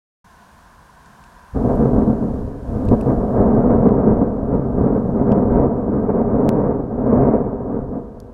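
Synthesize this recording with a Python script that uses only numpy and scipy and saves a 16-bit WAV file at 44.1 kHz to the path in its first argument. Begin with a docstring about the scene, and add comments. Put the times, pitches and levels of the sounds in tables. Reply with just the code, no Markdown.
"""A volcano erupts, heard through one microphone on a neighbouring ridge, kilometres away.
After a quiet start its jet of gas and ash roars in surges: a crowd of small pressure shocks over
turbulence, with single stronger blasts, all dulled by the long way through the air.
Beneath it lie a light breeze and a faint hiss; a few dry ticks and one sharp click stand out."""
import sys
import numpy as np
from scipy import signal
from scipy.fft import rfft, irfft, next_fast_len
from scipy.io import wavfile
from scipy.ndimage import uniform_filter1d, minimum_filter1d

SR = 44100
rng = np.random.default_rng(int(sys.argv[2]) if len(sys.argv) > 2 else 0)


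def file_out(sig):
    """Save sig as 16-bit WAV at sys.argv[1]."""
    # one column per channel
    cols = np.atleast_2d(sig).T
    # limit, then scale
    lim = np.clip(cols, -1, 1)
    pcm = np.round(lim * 32767).astype(np.int16)
    wavfile.write(sys.argv[1], SR, pcm)


N = 367353
TIME = np.arange(N) / SR
ERUPTION_S = 1.54   # the first front reaches the ridge
USUAL_ROAR_DB, CRACKLE_DB = -20, -17   # reference level of the boom; crackle against the boom

# the roar after kilometres of air: (frequency [Hz], relative level [dB])
FAR_SPECTRUM = [(15, -8.5), (40, 0), (100, -2.5), (250, -0.5), (500, -3.5), (800, -16), (1200, -19.5),
                (1700, -37.5), (2200, -48.5), (3000, -70.5), (5000, -105)]
# peaks and notches of the path and the microphone: (centre [Hz], width [Hz], gain [dB])
PATH_PEAKS = [(80, 5, -3.5), (138.1, 23, 8.5), (158.5, 24, -12), (183.4, 16, 4), (219.3, 28, 8),
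              (256, 32, 4.5), (351, 27, -13.5), (403.4, 36, 5.5), (480.7, 28, 4.5), (698.4, 100, 6),
              (939, 60, 5.5), (1462, 62, -5.5), (1563, 180, 5.5)]


def from_db(db):
    """Decibels to gain."""
    return 10 ** (np.asarray(db) / 20)


def in_time(rows):
    """Each column of a timed curve at every sample."""
    times, *columns = np.transpose(rows)
    return [np.interp(TIME, times, column) for column in columns]


def rms_one(x):
    """Scale to rms 1."""
    return x / np.sqrt(np.mean(x ** 2) + 1e-20)


def evened(x, span_s):
    """Rms 1 over every stretch of about span_s; faster detail stays."""
    size = int(span_s * SR)
    power = uniform_filter1d(uniform_filter1d(x * x, size), size)
    return x / np.sqrt(np.abs(power) + 1e-20)


def cut(x, hz, kind, order=2):
    """Butterworth low- or high-pass."""
    return signal.sosfilt(signal.butter(order, hz, kind, fs=SR, output="sos"), x)


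def band(x, low_hz, high_hz):
    """The part of x between two steep, complementary crossovers."""
    spectrum = rfft(x, 2 * next_fast_len(N))
    hz = np.linspace(0, SR / 2, len(spectrum))
    gain = 1 / (1 + (hz / high_hz) ** 8) - 1 / (1 + (hz / low_hz) ** 8)
    return irfft(spectrum * gain)[:N]


def coloured(x, spectrum, peaks=()):
    """Pass x through a minimum-phase filter: a smooth spectrum with peaks and notches on it."""
    size = 32768
    hz = np.maximum(np.fft.rfftfreq(size, 1 / SR), 1)
    points_hz, points_db = np.transpose(spectrum)
    db = np.interp(np.log(hz), np.log(points_hz), points_db)
    for centre, width, height in peaks:
        db += height / (1 + (2 * (hz - centre) / width) ** 2)
    cepstrum = irfft(np.log(from_db(db)))[:size // 2]
    cepstrum[1:] *= 2
    response = irfft(np.exp(rfft(cepstrum, size)))[:size // 2]
    return signal.fftconvolve(x, response)[:N]


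def breeze_and_hiss():
    """Light breeze on the ridge with a thin hiss above it; both sink under the roar."""
    # colour of the breeze: (frequency [Hz], relative level [dB])
    breeze_spectrum = [(12, -22), (22, -13.5), (35, -3.5), (68, -3.5), (105, -13), (160, -8.5),
                       (330, -19.5), (830, -20), (1300, -22), (1750, -20), (2100, -32), (3000, -39.5),
                       (5000, -59.5)]
    # hollow resonances that colour the background noise: (centre [Hz], width [Hz], gain [dB])
    hollow_peaks = [(218, 45, 3.3), (696, 80, 7.3), (1013, 240, 14), (1520, 230, 7.7)]
    # colour of the hiss: (frequency [Hz], relative level [dB])
    hiss_spectrum = [(1290, -30), (2200, -2), (2470, -2.5), (6810, -6), (7770, -8.5), (9090, -7.5),
                     (13200, -13.5), (15800, -19)]
    # course of the hiss: (time [s], level [dB])
    hiss_levels = [(0, -61.5), (1.8, -61), (2.25, -64), (2.85, -61.5), (3.35, -64.5), (3.6, -69),
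                   (4.1, -72.5), (5.1, -70.5), (5.7, -74), (7.6, -75.5), (8.3, -73)]
    hiss_db, = in_time(hiss_levels)
    breeze = rms_one(coloured(rng.standard_normal(N), breeze_spectrum, hollow_peaks))
    gusts = np.interp(TIME, np.linspace(0, TIME[-1], 80), rng.standard_normal(80))
    hiss = rms_one(coloured(rng.standard_normal(N), hiss_spectrum))
    freshen_db = 1.5 * np.minimum(TIME - ERUPTION_S, 0)   # rises until the eruption
    sink_db = hiss_db - hiss_db[0]
    breeze_db = -46.5 + 0.3 * gusts + freshen_db + sink_db
    return breeze * from_db(breeze_db) + hiss * from_db(hiss_db + 0.5 * gusts)


def ticks():
    """Short dry ticks, each coloured by a brief ring; two fall on loud peaks of the roar."""
    # (time [s], level [dB], lower edge [Hz], upper edge [Hz], decay [s], ring against burst [dB])
    bursts = [(1.059, -46, 3000, 8000, .004, -14), (1.239, -45, 2500, 7000, .004, 1),
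              (1.7565, -46.5, 7000, 14000, 0.0022, -19), (2.8531, -46, 6000, 10000, .002, -16),
              (2.887, -39.5, 1600, 7000, 0.0016, 3), (3.0113, -36.5, 5500, 11000, 0.0015, 1),
              (3.889, -38.5, 1400, 3000, .0015, -15), (5.32, -33.5, 1700, 4970, 0.00095, -13),
              (8.2018, -35.5, 4600, 8500, 0.00073, -30)]
    size, ring_hz, ring_s = 2048, 2600, 0.0015
    out, age = np.zeros(N + size), np.arange(size) / SR
    ring = np.sin(2 * np.pi * ring_hz * age) * np.exp(-age / ring_s)
    for at_s, db, low_hz, high_hz, decay_s, ring_db in bursts:
        burst = rng.standard_normal(size) * np.exp(-age / decay_s)
        burst = cut(cut(burst, low_hz, "high", order=4), high_hz, "low", order=3)
        tick = burst / np.abs(burst).max() + from_db(ring_db) * ring
        out[round(at_s * SR):][:size] += from_db(db) * tick
    return out[:N]


def swell(crest_s, length_s, rise_share=0.44):
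    """A bell curve of height 1 that rises a little faster than it falls."""
    age = TIME - crest_s
    width_s = length_s * np.where(age < 0, rise_share, 1 - rise_share)
    return np.exp(-np.minimum((age / width_s) ** 2, 20))


def jet_gains():
    """Gains of rumble, boom, midrange and crackle: the sustained jet and its swells add in power."""
    # the sustained jet: (time [s], level [dB], brightness [dB])
    sustained = [(1.55, -21.5, -0.5), (1.72, -24.5, -4), (2.05, -26.5, 2), (2.39, -27, -3.5),
                 (2.62, -37, .5), (2.76, -22.5, -3.5), (3.32, -22.5, 0.5), (3.52, -14, -2),
                 (4.16, -19.5, 2), (4.35, -23.5, -1), (5.1, -20, -3.5), (5.62, -16, -0.5), (5.77, -24, 0),
                 (6.71, -20, 3), (6.86, -27.5, -1.5), (7.22, -14.5, 0.5), (7.57, -28.5, 2.5),
                 (8.33, -43, 2)]
    # gouts of gas that swell and die: (crest time [s], length [s], level [dB], brightness [dB])
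    surges = [(1.653, 0.045, -14, -9), (1.708, .1, -22, 6), (1.826, .13, -14.5, -2),
              (1.978, 0.2, -15.5, -4), (2.101, .068, -13, -10), (2.245, .1, -18.5, -9.5),
              (2.928, .046, -10.5, -3.5), (3.097, 0.075, -16, -.5), (3.205, .1, -22.5, -1),
              (3.405, .15, -18.5, 3.5), (3.732, .07, -19.5, -0.5), (3.878, 0.066, -10, -5.5),
              (4.09, 0.093, -12, -8), (4.22, .04, -13.5, -6), (4.541, .068, -18, -1), (4.855, .23, -16, -2),
              (4.973, .04, -19.5, -3.5), (5.204, 0.063, -17, -1), (5.32, 0.15, -18.5, 1),
              (5.595, .13, -25.5, 10), (5.939, 0.19, -20, -8), (6.101, 0.042, -19.5, 4.5),
              (6.189, .1, -18, -1), (6.423, 0.34, -17.5, -3), (7.119, .1, -17.5, -1.5),
              (7.256, 0.065, -22, 3), (7.346, 0.055, -20, 3.5), (7.742, .16, -22.5, -1),
              (7.95, .13, -26, -3)]
    # brief swells of the low rumble: (crest time [s], level [dB])
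    rumble_swells = [(1.56, -26), (1.75, -22), (1.97, -20.5), (2.40, -25.5), (2.72, -25), (2.90, -19),
                     (3.17, -24), (3.42, -22), (3.76, -22.5), (4.12, -22.5), (4.489, -25.5), (4.78, -22.5),
                     (5.55, -19.5), (6.34, -27.5), (7.20, -25), (7.83, -29.5)]
    roar_db, bright_db = in_time(sustained)
    flows = [(from_db(roar_db), bright_db)]
    flows += [(from_db(db) * swell(at_s, length_s), bright) for at_s, length_s, db, bright in surges]
    boom = sum(gain ** 2 for gain, _ in flows)
    middle = sum((gain * from_db(-3.5 + 0.99 * bright)) ** 2 for gain, bright in flows)
    crackle = sum((gain * from_db(CRACKLE_DB + bright)) ** 2 for gain, bright in flows)
    # the rumble follows about half of the roar's swing and slowly sinks
    rumble_db = -26 + 0.48 * (roar_db - USUAL_ROAR_DB) - 0.68 * (TIME - ERUPTION_S)
    swelling = sum((from_db(db) * swell(at_s, length_s=0.16)) ** 2 for at_s, db in rumble_swells)
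    return np.sqrt([from_db(rumble_db) ** 2 + swelling, boom, middle, crackle])


def shocks(per_s, spread_db):
    """Compressions arrive at random, most of them weak and a few strong."""
    arrivals = rng.random(N) < per_s / SR
    sizes = arrivals * from_db(spread_db * np.minimum(rng.exponential(1, N), 4))
    return rms_one(sizes - sizes.mean())


def jet():
    """Distant shocks and turbulence, from a deep rumble up to the crackle of the steepest fronts."""
    rumble_gain, boom_gain, middle_gain, crackle_gain = jet_gains()
    age = TIME - ERUPTION_S
    # scattering on the way keeps the shocks distinct only in the lows and smears their top into noise
    fronts = cut(shocks(per_s=600, spread_db=3.0), 750, "low")
    smear = from_db(-0.5) * cut(rng.standard_normal(N), 750, "high")
    turbulence = from_db(-5.0) * rng.standard_normal(N)
    far = coloured(fronts + smear + turbulence, FAR_SPECTRUM, PATH_PEAKS)
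    rumble = evened(band(far, 2, 110), span_s=0.12) * rumble_gain
    boom = evened(band(far, 110, 345), span_s=0.045) * boom_gain
    middle = evened(band(far, 345, 800), span_s=0.055) * middle_gain
    crackle = evened(band(far, 800, 8000), span_s=0.05) * crackle_gain
    # stronger surges have steeper fronts and so a brighter top edge, more so as the jet builds
    edge = cut(rng.standard_normal(N), 1750, "high", order=7)
    edge = rms_one(cut(edge, 2000, "low", order=8))
    steepness = (crackle_gain / from_db(USUAL_ROAR_DB + CRACKLE_DB)) ** 2
    edge *= steepness * from_db(-71.0 + 1.02 * age)
    # turbulent air makes the level flutter
    flutter_db = 0.83 * rms_one(cut(rng.standard_normal(N), 18, "low"))
    roar = (boom + middle + crackle + edge) * from_db(flutter_db)
    rise_s, bass_lead_s = 0.022, 0.017   # the first front is rounded: its bass arrives first
    return rumble * np.clip((age + bass_lead_s) / rise_s, 0, 1) + roar * np.clip(age / rise_s, 0, 1)


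def blasts():
    """Each blast is one strong, rounded compression that takes the roar's path to the ridge."""
    # single blasts at the microphone: (time [s], relative level [dB])
    arrivals = [(1.573, -13), (1.647, -2), (1.807, -5), (2.101, -4), (2.923, -6), (3.424, -3), (3.767, -5),
                (3.89, -9), (4.064, -2.5), (4.54, -8), (4.831, -9), (4.973, -3.5), (5.319, -3.5),
                (5.646, -1.5), (5.97, -3), (6.441, -5), (7.203, -4.5), (7.266, -4.5)]
    kicks = np.zeros(N)
    for at_s, db in arrivals:
        kicks[round(at_s * SR)] = from_db(db)
    far = coloured(kicks, FAR_SPECTRUM, PATH_PEAKS)
    path_peak = np.abs(coloured(signal.unit_impulse(N), FAR_SPECTRUM, PATH_PEAKS)).max()
    return from_db(-4.0) * cut(far, 740, "low") / path_peak


def click(at_s=6.4913, peak_db=-9, decay_s=0.00073):
    """One sharp click: a sudden step in the signal that dies away at once."""
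    out, age = np.zeros(N), np.arange(2048) / SR
    out[round(at_s * SR):][:len(age)] = from_db(peak_db) * np.exp(-age / decay_s)
    return out


def limited(x, ceiling, span_s):
    """The gain ducks smoothly around any peak that would pass the ceiling."""
    size = int(span_s * SR)
    gain = minimum_filter1d(ceiling / np.maximum(np.abs(x), ceiling), 2 * size + 1)
    return x * uniform_filter1d(uniform_filter1d(gain, size), size)


def scene():
    """The far eruption with the breeze, hiss, ticks and click, in mono."""
    return (jet() + blasts() + breeze_and_hiss() + ticks() + click())[None]


def record(dry):
    """Sound begins after a brief silence; a limiter holds the peaks and the top is cut."""
    start_s, fade_s, cutoff_hz = 0.242, 0.004, 16750
    opened = dry * np.clip((TIME - start_s) / fade_s, 0, 1)
    held = limited(opened, ceiling=1, span_s=0.003)
    return signal.sosfilt(signal.cheby2(16, 70, cutoff_hz, fs=SR, output="sos"), held)


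dry = scene()
out = record(dry)
file_out(out)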